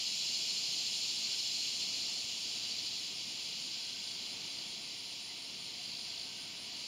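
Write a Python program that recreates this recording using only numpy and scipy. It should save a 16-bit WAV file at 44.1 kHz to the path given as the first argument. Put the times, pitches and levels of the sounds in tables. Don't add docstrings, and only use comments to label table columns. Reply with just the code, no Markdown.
import sys
import numpy as np
from scipy import signal
from scipy.fft import rfft, irfft, next_fast_len
from scipy.io import wavfile
from scipy.ndimage import map_coordinates

SR = 44100
rng = np.random.default_rng(int(sys.argv[2]) if len(sys.argv) > 2 else 0)


def file_out(sig):
    cols = np.atleast_2d(sig).T
    lim = np.clip(cols, -1, 1)
    pcm = np.round(lim * 32767).astype(np.int16)
    wavfile.write(sys.argv[1], SR, pcm)


N = 302967
TIME = np.arange(N) / SR

# [f/Hz, relative level/dB]
TRAFFIC = [(12, -50), (20, -20), (85, -6), (124, -0.5), (219, 2), (343, -1.5), (560, -7.5), (702, -8.5),
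           (816, -11.5), (897, -8.5), (1080, -8.5), (1410, -11.5), (1800, -14), (2340, 0.5), (3960, -120)]
# [f/Hz, width/Hz, gain/dB]
HUMS = [(711, 85, 8), (898, 91, 3)]
# [t/s, f/Hz, level/dB]
RISING_HUM = [(0, 863, -83), (6.87, 945, -72)]
# [middle t/s, length between 1/e points/s, level/dB]
WHINES = [(1.3, 0.17, -70.5), (2.67, 0.33, -73), (3.92, 0.6, -70.5), (6.358, 0.77, -73)]
# [t/s, f/Hz, level/dB]
BIRD = [(4.66, 2030, -66), (4.8, 2000, -70.5), (4.88, 2070, -70), (4.96, 2040, -61.5), (5.31, 2060, -59)]
# [f/Hz, relative level/dB]
CHORUS = [(1200, -63), (1750, -5), (2100, 2), (3000, 2), (5000, -1), (8500, -11), (10500, -7.5),
          (12500, -12.5), (15800, -19)]
# [first t/s, last t/s, number of chirps, f/Hz, level/dB]
CHIRP_RUNS = [(.13, 2.4, 12, 9230, -61.5), (2.545, 3.46, 7, 9230, -62), (3.65, 4.53, 5, 9230, -61.8),
              (4.71, 5.25, 5, 9240, -61.3), (5.42, 6.81, 8, 9280, -61.3), (3.03, 6.29, 17, 9880, -67),
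              (6.44, 6.8, 3, 9900, -66)]
# [f/Hz, relative level/dB]
ABDOMEN = [(2500, -35), (3500, -9), (3950, 0), (4500, -1), (5000, -1.5), (5400, -3.5), (5800, -11),
           (6300, -24), (9000, -65)]
# [f/Hz, relative level/dB]
OVERTONE = [(4500, -63), (5700, -2), (6400, -0.5), (6750, 1), (7300, 0.5), (7700, -8), (8300, -14),
            (10000, -15.5), (11300, -20.5), (12500, -20), (15800, -32)]
# [f/Hz, relative level/dB]
RASP = [(1000, -75), (1750, -31), (2050, -20.5), (2450, -5), (2900, -0.5), (3150, 0), (3500, -1),
        (3900, -5), (4600, -3), (7000, -34.5)]
# [f/Hz,
# width/Hz, gain over the broad spectrum/dB]
RINGS = [(2891, 45, 5), (3320, 25, 3), (3397, 28, 5), (4025, 40, 2), (4180, 50, -3), (4275, 70, 3),
         (4510, 25, -5), (4577, 28, 6), (4828, 22, 5), (4924, 30, 3), (5337, 30, 6), (6362, 20, 5),
         (6437, 25, 10), (6607, 20, 5), (6801, 20, 6), (7050, 25, 6), (7141, 20, 5), (7250, 40, 5),
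         (7392, 20, 6), (7540, 20, 6)]
# [f/Hz, relative level/dB]
TAUT = [(2000, -37), (3000, -16), (3900, -8.5), (4350, -1.5), (4800, -3), (5250, -17), (6000, -17.5),
        (7500, -45), (9000, -42)]
# [t/s, level/dB]
EFFORT = [(0.06, -45.5), (0.6, -45.5), (1.64, -46), (3.0, -51), (3.07, -50.5), (3.11, -52.5), (3.58, -52),
          (5.46, -57), (6.18, -56), (6.56, -57.5), (6.82, -55.5)]
# [t/s, pump rate/Hz]
THROB_PACE = [(0, 14.03), (1.2, 13.08), (1.7, 14.29), (2.25, 17.4)]
# [t after the pump's peak/s, f/Hz]
THROB_SLIDE = [(-.052, 5380), (-.0225, 5240), (-.003, 4440), (.015, 4150)]
# [f/Hz, level relative to the throb/dB, t of its peak after the pump's/s]
THROB_RINGS = [(4276, -2.5, 0.00051), (4600, -8.5, -0.0039), (5380, -12.5, -0.0032), (2886, -20, 0.018)]
# [start t/s, end t/s, first pump rate/Hz, last pump rate/Hz, level when fully risen/dB]
FLUTTERS = [(2.23, 2.95, 17.4, 11.6, -47), (3.203, 4.6, 26.45, 27.8, -50.3), (5.456, 6.23, 49.8, 54.4, -47),
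            (6.595, 6.87, 41, 44, -44)]
# [f/Hz, width/Hz]
NOTCHES = [(3700, 130), (7880, 260), (8090, 200), (11720, 520)]

TOP_HZ = 15750

CHIRP_HALF_SHARE, CHIRP_SCATTER_DB, CHIRP_SCATTER_HZ = 0.36, 0.9, 25
CHIRP_ARCH_HZ, CHIRP_SAG_HZ_PER_S = 220, 1000

FULL_EFFORT_DB = -45
BODY_DB, BODY_FOLLOWS = -38, 0.83
RASP_DB, RASP_FOLLOWS = -42.5, 0.51
OVERTONE_DB = -44.5
CLICKS_PER_S, CLICKS_PER_DB = 440, 6.5
CATCH_S, CATCH_WIDTH_S, CATCH_DB = 1.8, 0.025, 2.5
THROB_DB, THROB_SCATTER_DB, THROB_DUCK_DB = -38.5, 0.5, -1.3
FLUTTER_RISE_S, FLUTTER_RELEASE_S = 0.42, 0.064


def amp(db):
    return 10 ** (np.asarray(db) / 20)


def unit(x):
    return x / np.sqrt(np.mean(x ** 2) + 1e-20)


def curves(rows):
    t, *columns = np.transpose(rows)
    return [np.interp(TIME, t, column) for column in columns]


def wobble(rate):
    knots = rng.standard_normal(int(N * rate / SR) + 4)
    return map_coordinates(knots, [TIME * rate])


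def swell(t, half):
    return np.exp(-(t / half) ** 2)


def noise():
    return rng.standard_normal(N)


def filtered(x, response):
    size = next_fast_len(N + SR // 2)
    f = np.fft.rfftfreq(size, 1 / SR)
    return irfft(rfft(x, size) * response(f), size)[:N]


def resonance(f, hz, width):
    return 1j * f * width / (hz * hz - f * f + 1j * f * width)


def coloured(x, spectrum, peaks=()):
    hz, db = np.transpose(spectrum)

    def response(f):
        broad_db = np.interp(np.log(f + 1), np.log(hz), db)
        narrow_db = sum(gain / (1 + (2 * (f - centre) / width) ** 2) for centre, width, gain in peaks)
        return amp(broad_db + narrow_db)

    return unit(filtered(x, response))


def gliding(drive, s, hz, width):
    excerpt = np.take(drive, round(s * SR) + np.arange(len(hz)), mode="wrap")
    turn = np.exp(2j * np.pi * np.cumsum(hz) / SR)
    b, a = signal.butter(2, width / SR)
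    return unit((signal.lfilter(b, a, excerpt / turn) * turn).real)


def add(track, s, burst):
    at = round(s * SR) - len(burst) // 2 + np.arange(len(burst))
    inside = (at >= 0) & (at < N)
    track[at[inside]] += burst[inside]


def clicks(rate, jitter, scatter_db):
    at = np.flatnonzero(np.diff(np.floor(np.cumsum(rate) / SR)))
    chance = rng.standard_normal((len(at), 2))
    late = jitter * chance[:, 0] * SR / rate[at]
    strength = amp(scatter_db * chance[:, 1])
    return unit(np.bincount(np.clip(at + late, 0, N - 1).astype(int), strength, N))


def foliage(x, t60, wet_db):
    t = np.arange(SR // 8) / SR
    decay = amp(-60 * t / t60) ** 2
    energy = np.abs(signal.fftconvolve(x ** 2, decay)[:N])
    return unit(x + amp(wet_db) * unit(np.sqrt(energy) * noise()))


def traffic():
    whine_level = sum(amp(db) * swell(TIME - s, length / 2) for s, length, db in WHINES)
    whine = gliding(noise(), 0, np.full(N, 1540.), width=46) * whine_level
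    hum_hz, hum_db = curves(RISING_HUM)
    hum = gliding(noise(), 0, hum_hz, width=69) * amp(hum_db)
    murmur = coloured(noise(), TRAFFIC, HUMS) * amp(-57.5 + 0.8 * wobble(3.08))
    return murmur + whine + hum


def far_bird():
    out = np.zeros(N)
    t = np.arange(-(SR // 12), SR // 12) / SR
    envelope = np.exp(-0.5 * (t / 0.016) ** 2)
    for s, hz, db in BIRD:
        note = gliding(noise(), s, np.full(len(t), hz), width=150)
        add(out, s, amp(db) * envelope * note)
    return out


def chorus():
    return coloured(noise(), CHORUS) * amp(-58.5 + 0.4 * wobble(3.8))


def high_insects():
    out = np.zeros(N)
    t = np.arange(-(SR // 7), SR // 7) / SR
    rasp = foliage(clicks(np.full(N, 200.), jitter=0.26, scatter_db=-0.2), t60=0.082, wet_db=0.5)
    for first, last, count, hz, db in CHIRP_RUNS:
        times, beat = np.linspace(first, last, count, retstep=True)
        shape = swell(t, CHIRP_HALF_SHARE * beat)
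        arch = CHIRP_ARCH_HZ * (shape - np.average(shape, weights=shape ** 2))
        path = hz + arch - CHIRP_SAG_HZ_PER_S * t
        for s in times:
            sharp, loud = rng.standard_normal(2)
            note = gliding(rasp, s, path + CHIRP_SCATTER_HZ * sharp, width=360)
            add(out, s, amp(db + CHIRP_SCATTER_DB * loud) * shape * note)
    return out


def easing():
    return curves(EFFORT)[0] - FULL_EFFORT_DB


def tymbal():
    rate = CLICKS_PER_S + CLICKS_PER_DB * easing()
    return clicks(rate * (1 + 0.06 * wobble(25)), jitter=0.14, scatter_db=0.0)


def throbs(rattle):
    out = np.zeros(N)
    t = np.arange(-(SR // 16), SR // 16) / SR
    pumps = np.cumsum(curves(THROB_PACE)[0] * (TIME < THROB_PACE[-1][0])) / SR
    times = TIME[np.flatnonzero(np.diff(np.floor(pumps)))]
    path = np.interp(t, *np.transpose(THROB_SLIDE))
    sliding = amp(-7.0) * swell(t + 0.017, 0.019)
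    rings = []
    for ring_hz, _, _ in THROB_RINGS:
        phase = 2 * np.pi * np.cumsum(ring_hz + 30 * wobble(260)) / SR
        rings.append(unit(np.sin(phase)))
    levels_db = THROB_DB + THROB_SCATTER_DB * rng.standard_normal(len(times))
    for s, db in zip(times, levels_db):
        add(out, s, amp(db) * sliding * gliding(rattle, s, path, width=450))
        for ring, (_, ring_db, late) in zip(rings, THROB_RINGS):
            held = np.take(ring, round(s * SR) + np.arange(len(t)), mode="wrap")
            add(out, s, amp(db + ring_db) * held * swell(t - late, 0.02))
    return out


def flutter():
    opening, level = np.zeros(N), np.zeros(N)
    for start, end, first, last, db in FLUTTERS:
        rise = np.clip((TIME - start) / FLUTTER_RISE_S, 0, 1)
        release = np.clip(1 - (TIME - end) / FLUTTER_RELEASE_S, 0, 1)
        bout = amp(db) * rise * release
        pumps = np.cumsum(np.interp(TIME, [start, end], [first, last], left=0)) / SR
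        opening += bout * np.sin(np.pi * pumps) ** 4
        level += bout
    bursts = coloured(foliage(tymbal() * opening, t60=0.025, wet_db=-14), TAUT)
    return bursts * np.sqrt(np.mean(level ** 2))


def cicadas():
    ease_db = easing()
    near = foliage(tymbal(), t60=0.024, wet_db=-2.0)
    other = foliage(tymbal(), t60=0.078, wet_db=-3)
    since = TIME - CATCH_S
    catch_db = CATCH_DB * 2 * since / CATCH_WIDTH_S * swell(since, CATCH_WIDTH_S)
    duck_db = THROB_DUCK_DB * np.clip(1 - (TIME - THROB_PACE[-1][0]) / 0.3, 0, 1)
    body = coloured(near + amp(2.0) * noise(), ABDOMEN, RINGS)
    body *= amp(BODY_DB + BODY_FOLLOWS * ease_db + duck_db)
    overtone = coloured(near + 0.52 * other + amp(13.5) * noise(), OVERTONE, RINGS)
    overtone *= amp(OVERTONE_DB + ease_db)
    rasp = coloured(other + amp(7.5) * noise(), RASP, RINGS)
    rasp *= amp(RASP_DB + RASP_FOLLOWS * ease_db)
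    slow = throbs(near + noise()) * amp(ease_db)
    return (body + rasp + slow) * amp(catch_db) + overtone + flutter()


def scene():
    mono = traffic() + far_bird() + chorus() + high_insects() + cicadas()
    return np.array([mono, mono])


def record(dry):
    def microphone(f):
        notches = [1 - resonance(f, hz, width) for hz, width in NOTCHES]
        return np.prod(notches, axis=0) * (f < TOP_HZ)

    return np.array([filtered(channel, microphone) for channel in dry])


dry = scene()
out = record(dry)
file_out(out)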